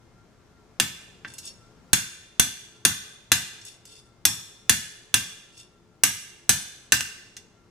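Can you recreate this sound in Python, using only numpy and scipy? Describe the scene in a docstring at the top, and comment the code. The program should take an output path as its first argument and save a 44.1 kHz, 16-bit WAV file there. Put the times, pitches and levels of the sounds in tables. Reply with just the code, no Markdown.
"""A ball peen hammer strikes a hand-held steel flat bar on an anvil in a metal-walled workshop.
Each blow cracks and briefly rings the steel modes; the stand thuds and the hall reverberates.
Between blows the bar taps and drags on the anvil face. Distant machines hum and rush faintly.
The blows clip softly and set off a low lurch in the microphones, a few metres away."""
import sys
import numpy as np
from scipy import signal
from scipy.fft import rfft, irfft, next_fast_len
from scipy.io import wavfile
from scipy.ndimage import uniform_filter1d, map_coordinates

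SR = 44100
rng = np.random.default_rng(int(sys.argv[2]) if len(sys.argv) > 2 else 0)


def transcribe(u):
    """Save the signal u as a 16-bit wav file named by the first command-line argument.

    u: samples, shape (n,) or (channels, n), limited to [-1, 1]; the rate is SR.
    q: integer samples, one column per channel.
    """
    v = np.clip(np.atleast_2d(u).T, -1, 1)
    q = np.round(v * 32767).astype(np.int16)
    wavfile.write(sys.argv[1], SR, q)


N = 339570

# hammer blows: start_s, force_db, bar_db, anvil_db, tilt_db_per_octave, lurch_right_fullscale,
# then by spot struck: low_mode_db, ping_db, body_db, clang_db
BLOWS = [(0.799, -6.5, -4.5, -3, -4.5, -0.031, 7, -10, 4, 4),
         (1.931, -4.5, 0.5, 0.5, 3.5, -0.78, 3.5, -6, 0, 2),
         (2.3959, -5.5, 2, 3, 3, -0.79, -1.5, -2.5, 1, 1),
         (2.8503, -3, -2.5, 0.5, 0.5, 0.023, -1.5, -9, 1, 2.5),
         (3.3173, -3, 0.5, 0, -1, -0.36, 1.5, 0, -0.5, 3),
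         (4.252, -5.5, 3, -5, 4.5, 0.28, -10.5, 4.5, 1.5, 5.5),
         (4.6944, -3.5, -1, 2.5, 3, 0.31, 1, 6, 1, -0.5),
         (5.141, -5.5, 4.5, 1.5, -1.5, 0.12, -2.5, -7, 0.5, 1),
         (6.0352, -4, 1, -0.5, 4.5, -0.025, 4.5, 1.5, -1, 0.5),
         (6.4923, -2.5, -3.5, -1, 3.5, -0.025, -0.5, -4, -0.5, -1.5),
         (6.9212, -3, 0.5, 0.5, -4.5, 0.22, 0, 0.5, -1, -3.5),
         (7.0067, -22, 5, 4.5, -5, -0.025, 0, 12, -1.5, -5)]
# steel-on-steel contact spectrum: freq_hz, level_db
CRACK = [(200, -25.5), (500, -17.5), (1100, -8.5), (1600, 2), (3500, -3), (5000, 0), (8000, 1), (10500, -6),
         (13000, -5.5), (16500, -28)]
# bending modes of the bar: freq_hz
BAR_HZ = [2755, 4440, 5502, 6630, 7933, 9500, 10890, 12700]


def hammer():
    """Each blow pushes air, cracks, rings the steel, slaps the bar down and thuds the stand."""
    settle_s, thud_s, slap_s = 0.0006, 0.003, 0.0032  # delays after first touch
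    low_hz, ping_hz, clang_hz = 2755, 5502, [3480, 3563]  # modes most sensitive to the spot struck
    push_width_s, beam_hz = 0.00025, 6000
    u = np.arange(SR // 200) / SR / push_width_s - 3
    push = np.tile(-u * np.exp(-u * u / 2), (2, 1))  # air pulse of the stopped head
    click = filtered(np.arange(SR // 2) == 128, lambda hz: amp(along(CRACK, hz)))
    click /= np.linalg.norm(click)  # the crack as the walls average it
    pole = np.exp(-2 * np.pi * beam_hz / SR)  # higher modes beam narrowly, stir the hall less
    out = np.zeros((2, N))
    for s, db, bar_db, anvil_db, tilt_db, _, low_db, ping_db, body_db, clang_db in BLOWS:
        def colour_db(hz):
            spot_db = clang_db * np.isin(hz, clang_hz) + low_db * (hz == low_hz)
            return tilt_db * np.log2(hz / 4000) + spot_db + ping_db * (hz == ping_hz)
        steel = ring(bar_db, anvil_db, colour_db, hold=0.075, grip_t60_s=1.0, rise_s=0.00026)
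        rasp = amp(-0.5) * crack(t60_s=0.047, rise_s=0.0003)
        impact = amp(9) * crack(t60_s=0.007, rise_s=0.0001)
        add(out, s + settle_s, amp(db - 6.5) * (steel + rasp + impact))
        send = amp(-1) * signal.lfilter([1 - pole], [1, -pole], steel) + rasp + amp(23) * click
        add(out, s + settle_s, hall(amp(db - 5.5) * send, early_db=-9, late_db=-13, early_t60_s=0.19))
        add(out, s + settle_s, amp(db + body_db - 7) * push)
        add(out, s + slap_s, amp(db + 2) * crack(t60_s=0.0069, rise_s=0.0013))
        add(out, s + slap_s, amp(db - 13) * push * [[1], [-1]])  # from the side: antiphase
        add(out, s + thud_s, amp(db + body_db - 34.5) * thud())
    return out


def ring(bar_db, anvil_db, colour_db, hold, grip_t60_s, rise_s):
    """Steel modes: a fast first loss against the anvil, then a held part damped by the grip."""
    # modes of bar, hammer and anvil: freq_hz
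    steel_hz = [1570, 1750, 1940, 2630, 2755, 3480, 3563, 3940, 4440, 4940, 5502, 5865, 6100, 6175, 6630,
                6850, 7933, 8300, 9050, 9380, 9500, 10890, 12700]
    # per mode: level_db, t60_s
    steel_modes = [(-6, 0.22), (-4, 0.14), (-21.5, 0.21), (-9, 0.029), (-1.5, 0.34), (-0.5, .3), (-6, 3.5),
                   (-2.5, 0.063), (-12, 1.8), (-23.5, .046), (-7, 1.4), (-8.5, 0.18), (-5.5, 0.016),
                   (3, 0.086), (-5, .09), (-11, .06), (0.5, 0.061), (-7, 0.015), (-7.5, .06), (3, 0.1),
                   (-4.5, .08), (-2.5, 0.0067), (-4, 0.015)]
    t = np.arange(SR // 2) / SR
    hz = np.c_[steel_hz]
    db, t60_s = np.transpose(steel_modes)[:, :, None]
    db = db + np.where(np.isin(hz, BAR_HZ), bar_db, anvil_db) + colour_db(hz)
    db += 1.8 * rng.standard_normal(hz.shape)
    side_db = 0.53 * rng.standard_normal(hz.shape)
    side_rad = hz / 5000 * rng.standard_normal(hz.shape)
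    # the bar chatters on the anvil: phase drift blurs the high modes most
    walk = rng.standard_normal((len(hz), len(t) // 128 + 1)).cumsum(axis=1)
    walk = uniform_filter1d(walk.repeat(128, axis=1)[:, :len(t)], size=128, axis=1)
    chatter_rad = walk * (0.06 + (hz / 20000) ** 2)
    phase = 2 * np.pi * hz * t + np.pi * (hz // 1000) + chatter_rad  # sign flips each kHz
    fade = hold * amp(-60 * t / t60_s - 60 * t / grip_t60_s) + amp(-60 * t / 0.024)
    sides = [amp(db + k * side_db) * fade * np.sin(phase + k * side_rad) for k in (0.5, -0.5)]
    return np.sum(sides, axis=1) * (1 - np.exp(-t / rise_s))


def crack(t60_s, rise_s):
    """Noise burst of two steel faces meeting."""
    t = np.arange(SR // 2) / SR
    noise = rng.standard_normal(len(t)) + 0.49 * rng.standard_normal((2, len(t)))
    noise = unit(filtered(noise, lambda hz: amp(along(CRACK, hz))))
    return noise * amp(-60 * t / t60_s) * (1 - np.exp(-t / rise_s))


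def thud():
    """Modes of the anvil stand over a rough boom from floor and walls."""
    # stand and floor modes: freq_hz, level_db, t60_s
    stand_modes = [(94, 0, 0.18), (146, 4, 0.038), (172, -8.5, 0.59), (203, -8, 0.48), (246.1, -4.5, 0.21),
                   (310, 5, 0.1), (390, -6, 0.067), (779.6, -3.5, 0.13), (1100, 8, 0.031)]
    # boom spectrum: freq_hz, level_db
    boom_spectrum = [(40, -35), (80, 0.5), (130, 0.5), (260, -5.5), (450, -28), (1000, -15), (1500, -50)]
    t = np.arange(SR // 2) / SR
    modes = sum((-1) ** k * amp(db - 60 * t / t60_s) * np.sin(2 * np.pi * hz * t)
                for k, (hz, db, t60_s) in enumerate(stand_modes))
    noise = rng.standard_normal(len(t)) + 0.25 * rng.standard_normal((2, len(t)))
    boom = unit(filtered(noise, lambda hz: amp(along(boom_spectrum, hz))))
    envelope = amp(-60 * t / 0.33) * (1 - np.exp(-t / 0.00062))
    return (modes + amp(7.5) * boom * envelope) * amp([[1.8], [-1.8]])


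def bar_taps():
    """The bar taps the anvil face; returns the steel sound and the stand's knocks."""
    # light contacts: start_s, level_db, pitch_hz, octave_loss_db, anvil_db, noise_db, rise_s
    taps = [(1.248, -37, 1440, 9.5, 7.5, 11.5, 0.000081), (1.277, -48, 5400, 6, -25, -6, 0.0013),
            (1.337, -36, 6320, 3.5, -16.5, -6.5, 0.0015), (1.3815, -28, 7000, 7, -16, 3.5, 0.0052),
            (1.4538, -35, 8160, 10, -14, -4.5, 0.0011), (1.4738, -24, 5470, 59, -32, -29.5, 0.0028),
            (3.6139, -37.5, 5340, 29, -19.5, -4.5, .001), (3.651, -35, 7940, 7.5, -16, -7.5, 0.00088),
            (3.853, -46.5, 5850, 10, -13, 7, 0.00047), (5.5773, -42, 6850, 12, -13.5, -13.5, 0.0013),
            (5.5981, -40.5, 5190, 12.5, -21, -2.5, 0.00096), (7.3664, -40, 4200, 7.5, -2.5, 9.5, 0.00089)]
    out, knocks = np.zeros((2, 2, N))
    for s, db, pitch_hz, loss_db, anvil_db, noise_db, rise_s in taps:
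        rise_s += 1e-5
        colour_db = lambda hz: band_db(hz, pitch_hz, loss_db)
        steel = ring(0, anvil_db, colour_db, hold=0.5, grip_t60_s=0.16, rise_s=rise_s)
        contact = filtered(crack(0.051, rise_s), lambda hz: amp(colour_db(hz) / 2))
        add(out, s, amp(db) * (steel + amp(noise_db) * contact))
        add(knocks, s, amp(db + anvil_db - 22) * thud())
    return out, knocks


def bar_drags():
    """Grit under the sliding edge excites modes of bar and anvil."""
    # slides: start_s, peak_s, end_s, level_db, end_drop_db, pitch_hz
    drags = [(1.273, 1.272, 1.38, -49.5, 6, 4800), (1.424, 1.479, 1.5, -38.5, 11.5, 6400),
             (3.631, 3.668, 3.77, -41.5, 22, 8500), (3.87, 3.898, 4.0, -51, 0.5, 5300),
             (4.014, 4.057, 4.09, -62.5, 6.5, 5600), (5.53, 5.601, 5.65, -46.5, 13, 4970)]
    # sliding contact spectrum: freq_hz, level_db
    grit_spectrum = [(1000, -18), (2750, -3.5), (3560, -2.5), (4440, -8.5), (5500, -4), (7930, -6),
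                     (9500, -6.5), (12700, -19.5), (16000, -33)]
    # rubbed anvil modes: freq_hz
    rub_hz = [3563, 4940]
    width_hz, fade_s = 80, 0.02

    def resonance(hz):
        damping = 1j * hz * width_hz
        return 0.2 + sum(amp(1.8 * rng.standard_normal()) * damping / (mode_hz ** 2 - hz ** 2 + damping)
                         for mode_hz in BAR_HZ + rub_hz)

    out = np.zeros((2, N))
    for start_s, peak_s, end_s, db, drop_db, pitch_hz in drags:
        t = start_s - fade_s + np.arange(SR // 4) / SR
        grit = rng.standard_normal((2, len(t))) * amp(3.5 * wobble(400, size=len(t)))
        colour_db = lambda hz: along(grit_spectrum, hz) + band_db(hz, pitch_hz, octave_loss_db=2)
        scrape = unit(filtered(grit + 0.29 * grit[0], lambda hz: amp(colour_db(hz)) * resonance(hz)))
        knots_s = [start_s - fade_s, start_s, peak_s, end_s, end_s + fade_s]
        shape_db = np.interp(t, knots_s, [-40, -drop_db, 0, -drop_db, -40], -200, -200)
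        add(out, t[0], amp(db + shape_db) * scrape)
    return out


def hall(x, early_db, late_db, early_t60_s):
    """Reflections from near walls and the whole hall, a new noise tail per call."""
    # hall decay: freq_hz, t60_s
    decay = [(100, 0.67), (400, 1), (1200, 0.77), (3000, 0.91), (7000, 0.73), (12000, 0.57), (16000, 0.24)]
    hz, t, spectra = signal.stft(rng.standard_normal((2, SR)), SR, nperseg=256)
    late = amp(-60 * t / along(decay, hz)[:, None])
    early = amp(-60 * t / early_t60_s)
    gain = amp(late_db) * late / np.linalg.norm(late.mean(0))
    gain += amp(early_db) * early / np.linalg.norm(early)
    tail = signal.istft(spectra * gain, SR, nperseg=256)[1] / np.sqrt(128)
    tail[1] += 0.21 * tail[0]  # closely spaced microphones
    delayed = np.pad(x, ((0, 0), (round(0.0035 * SR), 0)))
    return signal.fftconvolve(delayed, tail, axes=1)


def machine_rush():
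    """Patchy noise of distant machines, louder on the left."""
    # rush level: time_s, level_db
    levels = [(0.0, -56), (1.97, -54), (2.08, -58), (4.1, -57.5), (5.88, -58.5), (6.5, -58), (7.7, -58)]
    # rush spectrum: freq_hz, level_db
    spectrum = [(13, -27), (22, -2), (119, -1), (176, 0), (314, -6.5), (426, -8), (1090, -14),
                (1750, -17.5), (2070, -21), (2800, -23.5), (6300, -25), (13600, -41), (16500, -56)]
    # left-right likeness: freq_hz, correlation
    alike = [(60, 0.76), (950, 0.68), (3770, 0.12), (15000, 0.11)]
    # balance: freq_hz, left_over_right_db
    lean = [(60, 3.1), (380, 3.0), (2380, 2.0), (15000, 1.0)]
    spectra = signal.stft(rng.standard_normal((2, N)), nperseg=512)[2]
    patches = uniform_filter1d(rng.standard_normal(spectra.shape[1:]), size=4, axis=0)
    patches = uniform_filter1d(patches, size=16, axis=1)
    noise = signal.istft(spectra * amp(0.5 * unit(patches)), nperseg=512)[1][:, :N]

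    def mid_side_gain(hz):
        width_rad = np.arccos(along(alike, hz)) / 2
        return amp(along(spectrum, hz)) * [np.cos(width_rad), np.sin(width_rad)]

    mid, side = filtered(noise, mid_side_gain)
    rush = filtered(np.array([mid + side, mid - side]), lambda hz: amp(along(lean, hz) * [[.5], [-.5]]))
    return amp(np.interp(np.arange(N) / SR, *np.transpose(levels))) * unit(rush)


def machine_hum():
    """Wavering machine tones; one swells now and then into a whine."""
    # tones: freq_hz, level_db
    tones = [(118.4, -68.5), (350, -72.5), (425, -73), (1373, -77), (2116, -83)]
    # whine swells: peak_s, boost_db
    swells = [(.2, 11), (.58, 12), (1.63, 11.5), (5.97, 3.5), (7.6, 10)]
    whine_hz, swell_s, waver_db = 1373, 0.05, 3
    t = np.arange(N) / SR
    swell_db = sum(db * np.exp(-((t - s) / swell_s) ** 2) for s, db in swells)
    hum = np.zeros(N)
    for hz, db in tones:
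        level_db = db + 5 + swell_db * (hz == whine_hz) + waver_db * (wobble(21) + wobble(3.2) / 2)
        hum += amp(level_db) * np.sin(2 * np.pi * hz * t + 2.9 * wobble(12))
    return hum * amp([[1.5], [-1.5]])


def amp(db):
    """Decibels to gain."""
    return 10 ** (np.asarray(db) / 20)


def unit(x):
    """Scale to rms 1."""
    return x / np.sqrt(np.mean(x ** 2) + 1e-20)


def along(points, hz):
    """Interpolate (freq_hz, value) points on a log axis."""
    knots_hz, values = np.transpose(points)
    return np.interp(np.log(hz + 1), np.log(knots_hz + 1), values)


def band_db(hz, centre_hz, octave_loss_db):
    """Bell curve on a log axis."""
    return -octave_loss_db * np.log2((hz + 1) / centre_hz) ** 2


def wobble(rate_hz, size=N):
    """Smooth random curve."""
    knots = rng.standard_normal(int(size * rate_hz / SR) + 4)
    at = np.arange(0, size + 16, 16)
    return np.interp(np.arange(size), at, map_coordinates(knots, [at * rate_hz / SR]))


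def filtered(x, response):
    """Apply a complex frequency response."""
    size = next_fast_len(x.shape[-1] + 8192, True)
    return irfft(rfft(x, size) * response(np.fft.rfftfreq(size, 1 / SR)), size)[..., :x.shape[-1]]


def add(track, start_s, sound):
    """Mix in a stereo sound."""
    part = track[:, round(start_s * SR):][:, :sound.shape[1]]
    part += sound[:, :part.shape[1]]


def scene():
    """Blows, bar handling and machines, in stereo."""
    blows = hammer()
    taps, knocks = bar_taps()
    handling = taps + bar_drags()
    reverb = hall(handling, early_db=-8, late_db=-14, early_t60_s=0.12)[:, :N]
    return blows + handling + reverb + knocks + machine_rush() + machine_hum()


def record(dry):
    """Microphones: an antiphase low lurch at each blow, soft clipping, treble loss, band limit."""
    # microphone response: freq_hz, gain_db
    mic_response = [(13000, -1.5), (14800, 3), (15800, -9), (16770, -20.5)]
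    lag_s, swing_hz, clip_level, bottom_hz, top_hz = 0.0011, 10, 0.8, 15, 16770
    lurch = np.zeros((2, N))
    for s, right in np.array(BLOWS)[:, [0, 5]]:
        length_s = 0.00025 + 0.004 * abs(right)
        add(lurch, s + lag_s, right * np.outer([-0.45, 1], np.hanning(round(length_s * SR))))
    highpass = lambda hz, corner_hz: 1j * hz / (1j * hz + corner_hz)
    x = dry + filtered(lurch, lambda hz: highpass(hz, swing_hz) ** 2)
    x = x / (1 + np.abs(x / clip_level) ** 4) ** 0.25
    return filtered(x, lambda hz: amp(along(mic_response, hz)) * (hz < top_hz) * highpass(hz, bottom_hz))


dry = scene()
out = record(dry)
transcribe(out)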